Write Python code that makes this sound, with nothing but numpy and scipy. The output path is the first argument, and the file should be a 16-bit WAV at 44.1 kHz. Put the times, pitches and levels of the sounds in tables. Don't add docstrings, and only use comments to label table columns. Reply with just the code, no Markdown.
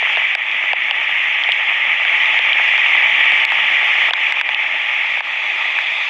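import sys
import numpy as np
from scipy import signal
from scipy.fft import rfft, irfft, next_fast_len
from scipy.io import wavfile
from scipy.ndimage import uniform_filter1d, minimum_filter1d

SR = 44100
rng = np.random.default_rng(int(sys.argv[2]) if len(sys.argv) > 2 else 0)


def wrap_up_sound(samples):
    columns = np.atleast_2d(samples).T
    tamed = np.clip(columns, -1, 1)
    steps = np.round(tamed * 32767).astype(np.int16)
    wavfile.write(sys.argv[1], SR, steps)


def invert_db(x):
    u = np.asarray(x, float) / 20
    return 10 ** u


N = 268569

# time_s, roar_db, facing (0 = away from the cascade, 1 = towards it)
PHONE_TURN = [(0.0, -16, 0.3), (0.17, -15, 0.1), (0.4, -18, 0.27), (1.17, -16, .1), (1.83, -16.5, 0.2),
              (2.27, -14, 0.39), (3.21, -13, 0.2), (3.88, -14, 0.44), (4.21, -15, 0.62), (4.43, -16.5, 0.5),
              (4.92, -18.5, 0.63), (5.329, -20.5, 0.83), (5.77, -20, 0.87), (6.09, -21.5, 1)]
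# pitch_hz, level_db (per Hz)
CHURN_COLOUR = [(60, -53.5), (160, -48), (195, -35), (265, -29), (320, -12.5), (422, -19), (533, -12),
                (655, -5), (741, -6), (870, 2.5), (995, -7.5), (1180, 0.5), (1500, -7.5), (1900, -37.5)]
ROAR_COLOUR = [(850, -46), (1450, -30), (1560, -16.5), (1920, 0), (2310, 1.5), (2620, -3), (3430, -11),
               (3890, -33.5), (4170, -36.5), (5420, -75), (9170, -120)]
# pitch_hz, level_db (per Hz)
RIDGE_COLOUR = [(1900, -39.5), (2200, -10), (2450, 0.5), (2750, -9.5), (3100, -41)]
# pitch_hz, level_db (per Hz)
CASCADE_COLOUR = [(2900, -24), (3400, 5.5), (3750, -5), (4200, -17), (5200, -21.5), (6200, -28)]
SPRAY_COLOUR = [(3500, -30.5), (4100, -4.5), (5000, -3), (6000, -3.5), (7000, -9), (7700, -13),
                (8200, -19.5), (9000, -28.5), (9700, -18.5), (10300, -25), (10900, -23), (11500, -33),
                (14000, -35), (15500, -44)]
# pitch_hz, level_db (per Hz)
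BOOM_COLOUR = [(15, -27), (60, -34), (100, -28), (115, -33), (190, -20), (207, -1.5), (225, 0), (238, -0.5),
               (262, -21.5), (300, -48)]
# hit_s, duck_db
OVERLOADS = [(0.351, 9.5), (.7321, 7), (.9109, 3.5), (2.3907, 2.5), (2.532, 2.5), (3.4508, 7), (4.1081, 9),
             (4.1357, 4.5), (4.3237, 4), (4.415, 10), (4.5465, 4), (5.2066, 7.5)]
# peak_s, tick_db, port_ring_db, port_ring_hz
DROPS = [(.0285, -36, -10, 2110), (.1595, -33, -6, 2450), (.1715, -33, -5, 2370), (.3515, -22, -2, 2300),
         (.5148, -32, -8, 2460), (.7325, -25, -5, 2620), (.9105, -22, -2, 2800), (1.4375, -25, -4, 3200),
         (1.4902, -32, -6, 2320), (1.5202, -20, -2, 2950), (2.0507, -31, -5, 2300), (2.2579, -30, -3, 2370),
         (2.3907, -27, -1, 2400), (2.5312, -28, -1.5, 3040), (2.7788, -28, -4, 2350),
         (2.9664, -34, -5, 2370), (3.0231, -31, -9, 2460), (3.3202, -28, -4, 2370),
         (3.4512, -17, -1.5, 2300), (3.5023, -33, -8, 2070), (3.5208, -28, -9, 2330),
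         (3.8302, -32, -8, 2320), (4.1081, -31, -4, 2850), (4.1357, -17, -6, 3300), (4.3237, -23, -4, 2150),
         (4.4129, -22, -3, 2400), (4.4908, -30, -4, 2260), (4.5465, -27, -2, 2600),
         (5.2066, -31, -11, 2370), (5.7888, -29, -7, 2340)]
# pitch_hz, level_db
TICK_COLOUR = [(2500, -25), (3600, -4.5), (4500, 1.5), (5500, -4.5), (6500, -12.5), (8000, -14.5),
               (9000, -30.5), (11000, -33), (15500, -48.5)]
# pitch_hz, level_db
PORT_EDGE = [(300, 0), (3700, 0), (4200, -16), (6000, -30), (16000, -60)]
# peak_s, thud_db, thud_hz, knock_db
THUDS = [(.0276, -13, 760, -20), (.1741, -12.5, 760, -11), (.3537, -18, 830, -12), (.7342, -9, 870, -15),
         (.9122, -17, 940, -18), (1.4907, -12, 830, -19), (2.0537, -21, 870, -9), (2.3936, -14, 850, -17),
         (2.5985, -14.5, 870, -10), (2.7823, -19, 1050, -15), (2.9695, -18, 1000, -19),
         (3.0247, -16, 860, -18), (3.3223, -15, 810, -15), (3.5218, -12, 1000, -11),
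         (3.8294, -17.5, 820, -20), (4.1101, -13, 830, -18), (4.1376, -17, 1150, -10),
         (4.3247, -25, 1060, -11), (4.4141, -17, 1050, -9), (4.4922, -16, 910, -14),
         (4.6441, -27, 1000, -15), (5.1744, -18.5, 880, -17), (5.2082, -15, 990, -13),
         (5.7889, -18, 1050, -10)]


def river():
    time_s, *controls = np.transpose(PHONE_TURN)
    roar_db, facing = (np.interp(np.arange(N) / SR, time_s, c) for c in controls)
    churn_db = roar_db - 16 + 4.5 * facing ** 2
    spray_db = roar_db - 35 + 8.5 * facing ** 2
    spray_db += 0.18 * (roar_db - roar_db.mean())
    cascade_db = roar_db - 36.5 + 28 * facing
    ridge_db = -24 + 22 * facing

    flicker = evened(uniform_filter1d(rng.standard_normal(N // 64 + 8), size=8))
    churn = water(CHURN_COLOUR, 0.93, 0.92, flicker, pops_per_s=160, pops_db=-6, pops_spread_db=6.5)
    roar = water(ROAR_COLOUR, 0.89, 0.2, flicker, pops_per_s=330, pops_db=-14, pops_spread_db=1)
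    ridge = water(RIDGE_COLOUR, 1.1, 0.6, flicker, pops_per_s=160, pops_db=-7, pops_spread_db=2.5)
    cascade = water(CASCADE_COLOUR, 1.8, 0.73, flicker, pops_per_s=730, pops_db=-6.5, pops_spread_db=1.5)
    spray = water(SPRAY_COLOUR, 1.3, 0.35, flicker, pops_per_s=200, pops_db=-13.5, pops_spread_db=4.5)

    duck_db = limiter_db()
    low = invert_db(churn_db - 0.65 * duck_db) * (churn + boulder_boom(facing))
    middle = invert_db(roar_db - duck_db) * (roar + invert_db(ridge_db) * ridge)
    treble = dropouts(invert_db(spray_db) * spray + invert_db(cascade_db) * cascade)
    return low + middle + invert_db(-1.3 * duck_db) * treble


def water(colour, patchy_db, flicker_db, flicker, pops_per_s, pops_db, pops_spread_db):
    real, imaginary, patches = rng.standard_normal((3, 129, len(flicker)))
    patches = uniform_filter1d(uniform_filter1d(patches, size=3, axis=0), size=30, axis=1)
    level_db = patchy_db * evened(patches) + flicker_db * flicker
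    grains = (real + 1j * imaginary) * invert_db(level_db)
    wash = evened(signal.istft(grains, nperseg=256, noverlap=192)[1][:N])

    draw, size, sign = rng.random((3, N))
    pops = invert_db(-pops_spread_db * np.log(size + 0.04)) * np.sign(sign - 0.5)
    pops *= draw < pops_per_s / SR
    spit = np.exp(-np.arange(200) / SR / 0.0017) * rng.standard_normal(200)
    bursts = evened(signal.oaconvolve(pops, spit)[:N])
    return evened(coloured(wash + invert_db(pops_db) * bursts, colour))


def boulder_boom(facing):
    surge = uniform_filter1d(uniform_filter1d(rng.standard_normal(N), size=3000), size=3000)
    hum = evened(coloured(rng.standard_normal(N), BOOM_COLOUR))
    return invert_db(-30.5 + 4.1 * evened(surge) - 4.5 * facing) * hum


def dropouts(hiss):
    hz, t, z = signal.stft(hiss, SR, nperseg=1024, noverlap=768)
    hz = hz[:, None]
    notch_hz = 4450 + 760 * np.maximum(t - 4.5, 0)
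    near_notch = np.exp(-((hz - notch_hz) / 280) ** 2)
    notch_chance = 0.094 + 0.6 * np.exp(-((t - 5.4) / 0.6) ** 2)
    hit_s, depth_db = np.transpose(OVERLOADS)[:, :, None]
    shaken = (depth_db * (t > hit_s) * np.exp(-abs(t - hit_s) / 0.08)).sum(axis=0)
    chance = 0.015 + 0.022 * shaken + near_notch * notch_chance
    blocks = rng.random((len(hz) // 6 + 1, len(t) // 6 + 1)).repeat(6, axis=0).repeat(6, axis=1)
    lost = blocks[:len(hz), :len(t)] < chance

    nearby = uniform_filter1d(uniform_filter1d(abs(z), size=15, axis=0), size=9, axis=1)
    weak = (abs(z) < 0.9 * nearby) & (hz > 4000)
    return signal.istft(z * invert_db(-22 * lost - 7 * weak), SR, nperseg=1024, noverlap=768)[1][:N]


def limiter_db():
    t = np.arange(0, N + 32, 32) / SR
    hit_s, depth_db = np.transpose(OVERLOADS)[:, :, None]
    after_s = np.maximum(t - hit_s - 0.012, 0)
    early = np.clip((t - hit_s + 0.008) / 0.006, 0, 1)
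    late = np.clip((t - hit_s - 0.002) / 0.008, 0, 1)
    recovery = 1.2 * np.exp(-after_s / 0.013) + 0.23 * np.exp(-after_s / 0.13)
    duck_db = depth_db * (0.35 * early + 0.65 * late) * recovery
    drop_s = np.array(DROPS)[:, :1]
    flinch_db = 5.5 * np.exp(-((t - drop_s + 0.001) / 0.0045) ** 2)
    return np.interp(np.arange(N) / SR, t, duck_db.sum(axis=0) + flinch_db.sum(axis=0))


def drops():
    out, t = np.zeros(N), np.arange(1024) / SR
    snap = 2.5 * blow(t, 0.0047, 0.00003, 0.00005)
    spatter = 0.8 * blow(t, 0.005, 0.0005, 0.0012) + 0.17 * blow(t, 0.005, 0.002, 0.0035)
    for peak_s, tick_db, port_db, port_hz in DROPS:
        tick = coloured(snap + spatter * rng.standard_normal(len(t)), TICK_COLOUR)
        hard_db = tick_db + 22
        bright_db = 14 * (2700 - port_hz) / 1000 + 0.5 * hard_db
        tick = coloured(tick, [(20, 0), (4500, 0), (9000, bright_db), (22050, hard_db)])
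        tones = ring(t, port_hz, 0.14) + 0.25 * ring(t, 3450, 0.08)
        port = coloured(blow(t, 0.005, 0.0005, 0.0017) * tones / 1.1, PORT_EDGE)
        add(out, peak_s - 0.005, invert_db(tick_db) * tick / abs(tick).max() + invert_db(port_db) * port)
    return out


def thuds():
    out, t = np.zeros(N), np.arange(1024) / SR
    knock = blow(t, 0.0044, 0.0007, 0.0018) * ring(t, 1600, 0.22)
    for peak_s, thud_db, thud_hz, knock_db in THUDS:
        tones = ring(t, thud_hz, 0.18)
        tones += 0.4 * ring(t, 0.75 * thud_hz, 0.2) + 0.3 * ring(t, 1.4 * thud_hz, 0.2)
        thud = blow(t, 0.006, 0.0009, 0.0034) * tones / 1.1
        add(out, peak_s - 0.0067, invert_db(thud_db + 1.5) * thud + invert_db(knock_db - 0.5) * knock)
    return coloured(out, [(40, -41.5), (150, -29), (400, -6.5), (16000, 13.5)])


def ring(t, hz, sag):
    pitch_hz = hz * (1 - sag * np.tanh((t - 0.006) / 0.002))
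    return np.sin(2 * np.pi * np.cumsum(pitch_hz) / SR)


def blow(t, peak_s, rise_s, fall_s):
    rise = (np.minimum(t - peak_s, 0) / rise_s) ** 2
    fall = (np.maximum(t - peak_s, 0) / fall_s) ** 1.4
    return np.exp(-rise - fall)


def coloured(x, colour):
    size = next_fast_len(len(x))
    hz, level_db = np.transpose(colour)
    bins_hz = np.fft.rfftfreq(size, 1 / SR)
    gain_db = np.interp(np.log(bins_hz + 1), np.log(hz + 1), level_db, left=-120, right=-120)
    return irfft(rfft(x, size) * invert_db(gain_db), size)[:len(x)]


def evened(x):
    return x / np.sqrt(np.mean(x ** 2) + 1e-20)


def add(mix, start_s, sound):
    part = mix[max(round(start_s * SR), 0):][:len(sound)]
    part += sound[:len(part)]


def scene():
    return (river() + drops() + thuds())[None]


def roll_off(x):
    return signal.sosfilt(signal.butter(12, 15750, fs=SR, output="sos"), x)


def record(dry):
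    over_db = np.maximum(20 * np.log10(abs(dry) + 1e-9) + 1.6, 0)
    dip_db = uniform_filter1d(-minimum_filter1d(-over_db, size=201), size=201)
    return roll_off(dry / invert_db(dip_db))


dry = scene()
out = record(dry)
wrap_up_sound(out)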